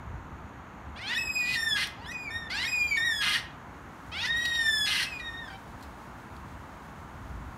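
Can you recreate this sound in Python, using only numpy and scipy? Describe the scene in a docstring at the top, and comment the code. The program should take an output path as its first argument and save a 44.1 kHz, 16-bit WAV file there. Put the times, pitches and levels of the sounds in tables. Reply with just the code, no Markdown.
"""A black cockatoo in a treetop gives three long wailing calls, two of them trailed by a softer whine.
Each call climbs out of a low creak (harmonics of slow pulses filtered by the throat), locks into a high or
a low whistle (a few harmonics of a nearly steady vibration) and breaks up into a harsh rasp (chaotic slaps
and turbulent air ringing the throat). The garden echoes it briefly with a tail of decaying noise; behind are
a distant rumble, a faint hiss and stirring leaves (all filtered noise) and a few leaf ticks (noise bursts)."""
import sys
import numpy as np
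from scipy import signal
from scipy.fft import rfft, irfft
from scipy.io import wavfile
from scipy.ndimage import uniform_filter1d, map_coordinates

SR = 44100
rng = np.random.default_rng(int(sys.argv[2]) if len(sys.argv) > 2 else 0)


def master(y):
    """Save y as 16-bit WAV."""
    cut = np.clip(np.atleast_2d(y).T, -1, 1)
    pcm = np.round(cut * 32767)  # scale
    wavfile.write(sys.argv[1], SR, pcm.astype(np.int16))


N = 333989
T = np.arange(N) / SR  # time in seconds

# Overtones of the low register. Each row: harmonic number, relative level in dB.
LOW_OVERTONES = [(3, 4.5), (4, -3.5), (5, -4.5), (6, -11), (7, -12), (8, -19), (9, -28)]
# As the low register sags, its octave slides into a throat resonance.
# Each row: pitch in Hz, level of the octave over the fundamental in dB.
OCTAVE_LIFT = [(1620, -14), (1690, 10), (1760, -3.5), (1820, -11), (1880, -2.5), (1950, -18.5)]
# Resonances of throat and open beak during the creak. 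Each row: frequency in Hz, relative level in dB.
THROAT = [(500, -25), (850, -10), (1200, -3.5), (1550, -0.5), (1870, -0.5), (2100, 7.5), (2400, 1.5),
          (2820, -2), (3150, 1.5), (3600, -4), (4400, -5), (5600, -14), (6600, -24.5), (9000, -26.5),
          (13000, -37), (16000, -50)]
# Harsh endings. Each row: start in seconds, end in seconds, level in dB, then relative to that level
# the upper resonance in dB, the treble in dB and the pitched growl in dB.
RASPS = [(1.765, 1.84, -31, -10, -13.5, -4.5), (3.217, 3.368, -30.5, -11.5, -12.5, -1.5),
         (4.862, 5.035, -32, -6.5, -10, -5)]


def undb(db):
    """Logarithmic level: decibels to amplitude gain."""
    return 10 ** (np.asarray(db) / 20)


def unit(x):
    """Power normalisation: scale to rms 1."""
    return x / np.sqrt(np.mean(x ** 2) + 1e-18)


def at_hz(points, hz):
    """Transfer function: gain of a (Hz, dB) spectrum, falling 60 dB per octave outside its ends."""
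    f, db = np.transpose(points)
    octave = np.log2(np.maximum(hz, 1))
    outside = np.abs(octave - np.clip(octave, np.log2(f[0]), np.log2(f[-1])))
    return undb(np.interp(octave, np.log2(f), db) - 60 * outside)


def colour(x, points):
    """Linear filtering: multiply the spectrum of a sound by a (Hz, dB) curve; rms 1."""
    hz = np.arange(len(x) // 2 + 1) * SR / len(x)
    return unit(irfft(rfft(x) * at_hz(points, hz), len(x)))


def noise(points):
    """Filtered white noise with a (Hz, dB) spectrum; rms 1."""
    return colour(rng.standard_normal(N), points)


def walk(rate, t=T):
    """Band-limited fluctuation: random values drawn rate times a second, joined smoothly; spread near 1."""
    steps = rng.standard_normal(16384)
    return map_coordinates(steps, [(t - t[0]) * rate], order=2, mode="wrap")


def follow(rows, fade_s=.006):
    """Amplitude gating: sample indices, soft on-off gate and interpolated control curves of one note."""
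    s, *columns = np.transpose(rows)
    i = np.flatnonzero((T > s[0] - fade_s) & (T < s[-1] + fade_s))
    to_edge = np.minimum(T[i] - s[0], s[-1] - T[i])
    ramp = np.clip((to_edge + fade_s) / (2 * fade_s), 0, 1)
    return i, np.sin(ramp * np.pi / 2) ** 2, [np.interp(T[i], s, c) for c in columns]


def syrinx(t, hz, waver, jitter, shimmer):
    """Perturbed oscillation: phase and strength of the vibrating membrane, never quite steady."""
    steady_hz = uniform_filter1d(hz, size=400, mode="nearest")
    hz = steady_hz * (1 + waver * walk(73.1, t) + jitter * walk(1500, t))
    return 2 * np.pi * np.cumsum(hz) / SR, 1 + shimmer * walk(1800, t)


def whistles(notes, overtones, gain_db=0, top_db=0, octave_lift=None):
    """Harmonic synthesis: clear wails whose partials flutter independently on the way through the foliage."""
    out = np.zeros(N)
    total_db = 10 * np.log10(sum(undb(db) ** 2 for _, db in overtones))
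    flutter_db = 2.1
    for rows in notes:
        i, gate, (hz, level_db, treble_db) = follow(rows)
        phase, strength = syrinx(T[i], hz, waver=.002, jitter=.002, shimmer=.012)
        levels = [level_db]
        if octave_lift:  # fundamental and octave share the level
            lift_db = np.interp(hz, *np.transpose(octave_lift))
            first_db = level_db - 10 * np.log10(1 + undb(lift_db) ** 2)
            levels = [first_db, first_db + lift_db]
        # the overtones together carry the treble level
        levels += [treble_db + top_db + db - total_db for _, db in overtones]
        voice = 0
        for k, db in enumerate(levels, start=1):
            voice = voice + undb(db + flutter_db * walk(93.66, T[i])) * np.sin(k * phase)
        out[i] += gate * (np.sqrt(2) * strength * voice + side_tones(T[i], phase, hz))
    return out * undb(gain_db)


def swoops():
    """Frequency glide: straight sweeps in the low register, louder as the pitch rises."""
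    # Quick swoops between a creak and a whistle. Each row: start in seconds, end in seconds, first pitch in Hz,
    # last pitch in Hz, mid-glide level in dB and treble level in dB (both before the gains below).
    glides = [(1.147, 1.181, 1680, 1924, -31.5, -47), (2.057, 2.123, 1620, 2020, -42.5, -56),
              (2.649, 2.678, 1760, 1938, -31.5, -45), (4.265, 4.28, 1662, 1813, -35, -49.5),
              (5.477, 5.507, 1674, 1390, -49, -64)]
    swell_db_per_octave = 36
    notes = []
    for start, end, first_hz, last_hz, db, treble_db in glides:
        half_db = swell_db_per_octave * np.log2(last_hz / first_hz) / 2
        notes.append([(start, first_hz, db - half_db, treble_db - half_db),
                      (end, last_hz, db + half_db, treble_db + half_db)])
    return whistles(notes, LOW_OVERTONES, gain_db=1, top_db=1, octave_lift=OCTAVE_LIFT)


def undertones():
    """Superposition: an unsteady low whistle beats against the high one or shows through the rasp."""
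    # The low register swells under the first high wail before it takes over.
    # Each row: time in seconds, pitch in Hz, level in dB.
    undertone = [(1.41, 1916, -43), (1.55, 2032, -35), (1.565, 1853, -23)]
    # In every rasp a remnant of the whistle jumps up and falls back.
    # Each row: share of the rasp from 0 to 1, pitch in Hz, level relative to the rasp in dB.
    rasp_tone = [(0, 1665, -6.5), (.3, 1660, -21), (.42, 2060, -3), (.72, 2070, -7), (1, 1810, -0.5)]
    remnants = [[(start + share * (end - start), hz, rasp_db + db) for share, hz, db in rasp_tone]
                for start, end, rasp_db, *_ in RASPS]
    out = np.zeros(N)
    for rows in [undertone] + remnants:
        i, gate, (hz, db) = follow(rows)
        phase, strength = syrinx(T[i], hz, waver=0.0027, jitter=0.017, shimmer=0.057)
        out[i] += np.sqrt(2) * gate * strength * undb(db) * np.sin(phase)
    return out


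def side_tones(t, phase, hz):
    """Subharmonics: lines between the harmonics while the vibration repeats every second or third cycle."""
    # Spans of split vibration. Each row: start in seconds, end in seconds, cycles per repeat, level in dB.
    splits = [(1.088, 1.156, 2, -40), (2.613, 2.65, 2, -41.5), (2.81, 3, 3, -53.5), (4.223, 4.285, 2, -38),
              (4.323, 4.588, 3, -49.5), (4.587, 4.706, 3, -45)]
    slip = 0.6  # radians: the longer cycle is only loosely locked to the whistle or creak
    out = np.zeros(len(t))
    for start, end, cycles, db in splits:
        if start < t[-1] and end > t[0]:
            n = round(cycles)
            between = np.array([k / n for k in range(n, 8 * n) if k % n])
            swell = np.sqrt(np.clip(4 * (t - start) * (end - t) / (end - start) ** 2, 0, 1))
            loose = phase + slip * walk(146.4, t)
            partials = throat(t, loose, hz, between, flutter_db=5)
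            out += undb(db + 3 * walk(25, t)) * swell * partials
    return out


def creaks():
    """Source and filter: uneven pulses sweep their harmonics up through throat resonances, air puffing along."""
    # Creaky starts, each one glide, and a last grunt. Each row: start in seconds, end in seconds,
    # first pitch in Hz, last pitch in Hz, first level in dB, last level in dB (of the upper harmonics).
    glides = [(0.958, 1.144, 534, 1015, -48, -29.5), (1.977, 2.065, 777, 1050, -65, -45.5),
              (2.501, 2.655, 665, 1104, -35, -30), (4.119, 4.265, 607, 1027, -39.5, -29.5),
              (5.502, 5.567, 796, 770, -47, -51)]
    # The throat passes little of the fundamental. Each row: pitch in Hz, level in dB.
    fundamental = [(550, -64), (780, -51), (1100, -47.5)]
    puff_db, flutter_db = -11, 4.5
    out, air = np.zeros(N), noise(THROAT)
    for start, end, first_hz, last_hz, first_db, last_db in glides:
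        i, gate, (hz, db) = follow([(start, first_hz, first_db), (end, last_hz, last_db)])
        phase, strength = syrinx(T[i], hz, waver=.011, jitter=.014, shimmer=.25)
        puffs = undb(puff_db) * air[i] * np.abs(np.sin(phase / 2))  # one puff a cycle
        harmonics = throat(T[i], phase, hz, np.arange(2, 20), flutter_db)
        voice = undb(db) * (harmonics + puffs)
        voice += np.sqrt(2) * at_hz(fundamental, hz) * np.sin(phase)
        out[i] += gate * (strength * voice + side_tones(T[i], phase, hz))
    return out


def throat(t, phase, hz, multiples, flutter_db):
    """Resonance: multiples of the pitch, weighted by the throat and each fluttering a little; rms near 1."""
    k = multiples[:, None]
    flutter = undb(flutter_db * np.array([walk(60.3, t) for _ in multiples]))
    gains = at_hz(THROAT, k * hz) * (k * hz < SR / 2) * flutter
    # each resonance delays its harmonics differently, which rounds off the pulses
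    lag = rng.uniform(0, 2 * np.pi, k.shape)
    return (gains * np.sin(k * phase - lag)).sum(axis=0) / np.sqrt((gains ** 2).sum(axis=0) / 2)


def rasps():
    """Chaotic excitation rings the throat at the end of each call and where the voice cracks."""
    # Throat resonances in the rasp. Each row: frequency in Hz, relative level in dB.
    rasp_throat = [(530, -51), (900, -4), (1240, -27), (1500, -11.5), (1650, -3), (1910, -6.5), (2060, -11),
                   (2290, -10.5), (2890, -4), (3350, -7.5), (3670, -5.5), (4300, 2), (4910, -8),
                   (5930, -11), (6500, -42), (8450, -22), (14300, -120)]
    # Treble of the rasp. Each row: frequency in Hz, relative level in dB.
    rasp_treble = [(3530, -4), (6000, 2.5), (6440, -1.5), (7580, -4), (8380, 2), (9470, 5), (10700, -4),
                   (13300, -5.5), (15500, -27)]
    # Throat resonances in the cracks. Each row: frequency in Hz, relative level in dB.
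    crack_throat = [(1000, -44), (1600, -23), (2200, -21), (2800, -7.5), (3400, -15.5), (4200, -7.5),
                    (4800, -13), (5700, -24.5), (6500, -26), (9500, -26.5), (13000, -34), (15500, -40)]
    # Hoarse cracks inside the calls. Each row: start in seconds, peak in seconds, end in seconds,
    # level at the peak in dB.
    cracks = [(1.115, 1.15, 1.2, -44), (1.31, 1.47, 1.52, -47), (1.445, 1.553, 1.578, -32),
              (2.11, 2.12, 2.135, -51), (2.49, 2.505, 2.6, -46), (2.59, 2.645, 2.69, -40),
              (2.957, 2.97, 2.985, -41), (4.235, 4.26, 4.29, -40), (4.3, 4.48, 4.72, -51),
              (4.449, 4.456, 4.467, -31), (4.546, 4.555, 4.57, -41), (5.18, 5.2, 5.22, -48)]
    attack_s, release_db_per_s = 0.028, 494
    source = chaos(slap_hz=415, drift=.08, scatter=.055, turbulence=.6)
    torn = shifting(source, depth_db=4.5, rate=70)
    # the membrane's swing is limited, so the rasp is dense rather than spiky
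    ring = np.tanh(.7 * colour(torn, rasp_throat))
    body = colour(ring, [(1100, 0), (3400, 0)])
    upper = colour(ring, [(3800, 0), (5800, 0)])
    treble = colour(source, rasp_treble)
    out = np.zeros(N)
    for start, end, db, upper_db, treble_db, _ in RASPS:
        attack = np.clip((T - start) / attack_s + .5, 0, 1)
        envelope = attack * undb(db - release_db_per_s * np.clip(T - end, 0, 1))
        out += envelope * (body + undb(upper_db) * upper + undb(treble_db) * treble)
    effort = np.zeros(N)
    for start, peak, end, db in cracks:
        effort += undb(db) * np.interp(T, [start, peak, end], [0, 1, 0]) ** 1.3
    return out + effort * colour(source, crack_throat)


def chaos(slap_hz, drift, scatter, turbulence):
    """Irregular collisions: the membrane slaps unevenly and lets a puff of turbulent air through each time."""
    turns = np.cumsum(slap_hz * np.exp(drift * walk(45) + scatter * walk(500))) / SR
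    slaps = np.diff(np.floor(turns), prepend=0) * undb(1.5 * walk(600))
    puffs = np.exp(-(turns % 1) / .5) * rng.standard_normal(N)
    spectrum = rfft(unit(slaps) + turbulence * unit(puffs))
    # the low resonances answer later than the high ones, which spreads each slap over a few milliseconds
    hz = np.arange(len(spectrum)) * SR / N
    lag_s = .003 * np.exp(-hz / 3500)
    return irfft(spectrum * np.exp(-2j * np.pi * np.cumsum(lag_s) * SR / N), N)


def shifting(x, depth_db, rate):
    """Band-wise modulation: emphasis jumps between neighbouring bands, so a rasp sounds torn; rms 1."""
    spectrum, hz = rfft(x), np.arange(N // 2 + 1) * SR / N
    spacing_hz = 650
    coarse = T[::100]
    out = np.zeros(N)
    for centre in spacing_hz * np.arange(1, 11):
        band = irfft(spectrum * np.clip(1 - np.abs(hz - centre) / spacing_hz, 0, 1), N)
        out += band * undb(depth_db * np.interp(T, coarse, walk(rate, coarse)))
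    return unit(out)


def growls():
    """Partial phase locking: within each rasp the slaps partly lock to a rough, low pitch."""
    growl_hz = 411.3  # the membrane slaps at about a quarter of the whistle's last pitch
    out = np.zeros(N)
    for start, end, db, _, _, growl_db in RASPS:
        i, gate, (hz,) = follow([(start, growl_hz), (end, growl_hz)], fade_s=.01)
        phase, strength = syrinx(T[i], hz, waver=.008, jitter=.012, shimmer=.3)
        harmonics = throat(T[i], phase, hz, np.arange(3, 16), flutter_db=5)
        out[i] += undb(db + growl_db) * gate * strength * harmonics
    return out


def ticks():
    """Impulsive excitation: dry leaves snap against each other and ring briefly as decaying noise."""
    # Leaf ticks. Each row: time in seconds, initial level in dB, decay time constant in seconds.
    snaps = [(1.872, -36, 0.0039), (5.81, -55, .005), (5.826, -49.5, 0.015), (6.366, -50, 0.0015)]
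    envelope = sum(undb(db) * (T >= s) * np.exp(-np.abs(T - s) / decay) for s, db, decay in snaps)
    return envelope * noise([(1800, -12), (3000, -1), (4200, 6), (5500, -4), (9000, -7), (13000, -8), (16000, -16)])


def garden(x, wet_db, t60_s, treble_t60_s, delay_s):
    """Reverberation: trees and walls scatter a short tail whose treble dies first."""
    t = T[:SR]
    onset = np.clip(t / delay_s - .5, 0, 1)
    low = colour(rng.standard_normal(SR), [(300, 0), (2500, 0), (6000, -10)]) * undb(-60 * t / t60_s)
    high = colour(rng.standard_normal(SR), [(5000, 0), (16000, -8)]) * undb(-60 * t / treble_t60_s)
    tail = onset * (low + undb(7.5) * high)
    # the tail lasts one second, so its bins are 1 Hz apart: mean power gain 1 from 1.5 to 4 kHz
    tail /= np.sqrt(np.mean(np.abs(rfft(tail)[1500:4000]) ** 2))
    return x + undb(wet_db) * signal.fftconvolve(x, tail)[:N]


def background():
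    """Stationary and modulated noise: a distant rumble with gusty bass, a steady hiss and leaves stirring."""
    # Spectrum of the rumble. Each row: frequency in Hz, relative level in dB.
    air_spectrum = [(15, -37), (25, -22), (48, -5.5), (65, 0.5), (92, -3.5), (140, -5), (178, -6.5),
                    (276, -7.5), (308, -10.5), (357, -11.5), (391, -14), (515, -16.5), (926, -9.5),
                    (1490, -14), (2000, -21), (2600, -60), (4400, -120)]
    # Gusts that swell the bass. Each row: centre in seconds, half length in seconds, lift in dB.
    gusts = [(0.175, 0.16, 7.5), (0.437, 0.022, 11), (6.548, 0.13, 8), (7.372, 0.12, 8.5)]
    # Spectrum of the hiss. Each row: frequency in Hz, relative level in dB.
    hiss_spectrum = [(1180, -24), (2000, -0.5), (2160, 6), (2420, -0.5), (2610, 0.5), (3070, -4.5),
                     (4520, -12), (4890, -20), (6770, -8.5), (7570, -20), (8470, -20.5), (10500, -25),
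                     (11900, -20.5), (15600, -29)]
    # Breeze in the leaves. Each row: time in seconds, mean level in dB.
    breeze = [(0, -99), (3.6, -73.5), (4.1, -64.5), (7.57, -66)]
    # Spectrum of the leaves. Each row: frequency in Hz, relative level in dB.
    leaf_spectrum = [(1500, -6), (3000, 1.5), (6000, -3.5), (9000, -6), (12500, -9), (16000, -11)]
    air = noise(air_spectrum)
    bass = signal.sosfiltfilt(signal.butter(2, 130, fs=SR, output="sos"), air)
    gust_db = sum(db * np.exp(-((T - s) / half) ** 2) for s, half, db in gusts)
    gusty_bass = bass * undb(gust_db + 0.5 + 2.6 * walk(11))
    rumble = undb(-45) * (air - bass + gusty_bass)
    s, db = np.transpose(breeze)
    leaves = noise(leaf_spectrum) * undb(np.interp(T, s, db) + 0.94 * walk(25))
    return rumble + undb(-61.14) * noise(hiss_spectrum) + leaves


def scene():
    """Superposition of the bird and the leaf ticks, echoed by the garden, over the background."""
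    # Wails in the high register, one list a wail. Each row: time in seconds, pitch in Hz, level in dB,
    # level of the treble in dB.
    high_wails = [
        [(1.178, 2540, -32, -40), (1.202, 2600, -32, -42.5), (1.248, 2572, -34.5, -44),
         (1.258, 2532, -45, -39.5), (1.304, 2535, -26.5, -45), (1.338, 2524, -48, -43), (1.356, 2511, -29, -36),
         (1.468, 2435, -29, -45), (1.498, 2508, -32, -46), (1.55, 2420, -39, -52)],
        [(2.116, 2531, -44, -55), (2.156, 2473, -35.5, -56), (2.238, 2452, -43, -55), (2.29, 2263, -35, -59),
         (2.298, 2170, -38, -57)],
        [(2.678, 2470, -25.5, -40), (2.702, 2526, -45, -39.5), (2.734, 2486, -30, -40.5),
         (2.824, 2415, -28, -42), (2.854, 2423, -24.5, -46), (2.898, 2380, -48, -44.5),
         (2.916, 2324, -24, -41.5), (2.944, 2250, -26, -48), (2.96, 2244, -24.5, -45), (2.97, 2248, -27, -52)],
        [(5.065, 2580, -40, -53), (5.093, 2655, -41.5, -60), (5.141, 2464, -37.5, -51),
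         (5.21, 2428, -41.5, -70)],
    ]
    # Overtones of the high register. Each row: harmonic number, relative level in dB.
    high_overtones = [(2, 3), (3, -2), (4, -14.5), (5, -12), (6, -25)]
    # Wails in the low register, one list a wail. Each row: time in seconds, pitch in Hz, level in dB,
    # level of the treble in dB (both before the gains below).
    low_wails = [
        [(1.567, 1845, -31, -40), (1.585, 1817, -28.5, -41), (1.645, 1815, -32, -39), (1.677, 1794, -26, -42),
         (1.697, 1760, -37, -36.5), (1.719, 1720, -27.5, -40.5), (1.775, 1628, -31.5, -42)],
        [(2.303, 1790, -41.5, -53), (2.365, 1853, -35.5, -51), (2.387, 1863, -38.5, -55.5),
         (2.48, 1774, -45, -66)],
        [(2.972, 1827, -23, -44), (2.994, 1812, -29.5, -42), (3.01, 1806, -25.5, -44), (3.046, 1908, -30, -51),
         (3.056, 1917, -27, -44), (3.118, 1790, -28.5, -40), (3.14, 1727, -33.5, -42),
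         (3.176, 1693, -38.5, -39.5), (3.225, 1644, -25, -44)],
        [(4.28, 1780, -34.5, -49), (4.31, 1867, -27.5, -58), (4.342, 1852, -27.5, -56), (4.38, 1893, -30, -45),
         (4.414, 1900, -29.5, -47), (4.454, 1908, -28.5, -46.5), (4.522, 1872, -32.5, -46),
         (4.552, 1883, -30, -44), (4.678, 1781, -26.5, -39), (4.865, 1678, -31, -35.5)],
        [(5.2, 1952, -34, -64), (5.228, 1866, -48, -63), (5.274, 1877, -33.5, -62), (5.306, 1818, -45, -61),
         (5.402, 1864, -40, -71), (5.47, 1720, -50.5, -61)],
    ]
    high = whistles(high_wails, high_overtones)
    low = whistles(low_wails, LOW_OVERTONES, gain_db=0.55, top_db=-1.0, octave_lift=OCTAVE_LIFT)
    near = high + low + swoops() + undertones() + creaks() + rasps() + growls() + ticks()
    echoed = garden(near, wet_db=-9.7, t60_s=0.44, treble_t60_s=0.24, delay_s=0.0087)
    return (echoed + background())[None]


def record(dry):
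    """Band limiting: a steep elliptic low-pass cuts the top above 15.65 kHz."""
    return signal.sosfilt(signal.ellip(10, .2, 70, 15650, fs=SR, output="sos"), dry)


dry = scene()
out = record(dry)
master(out)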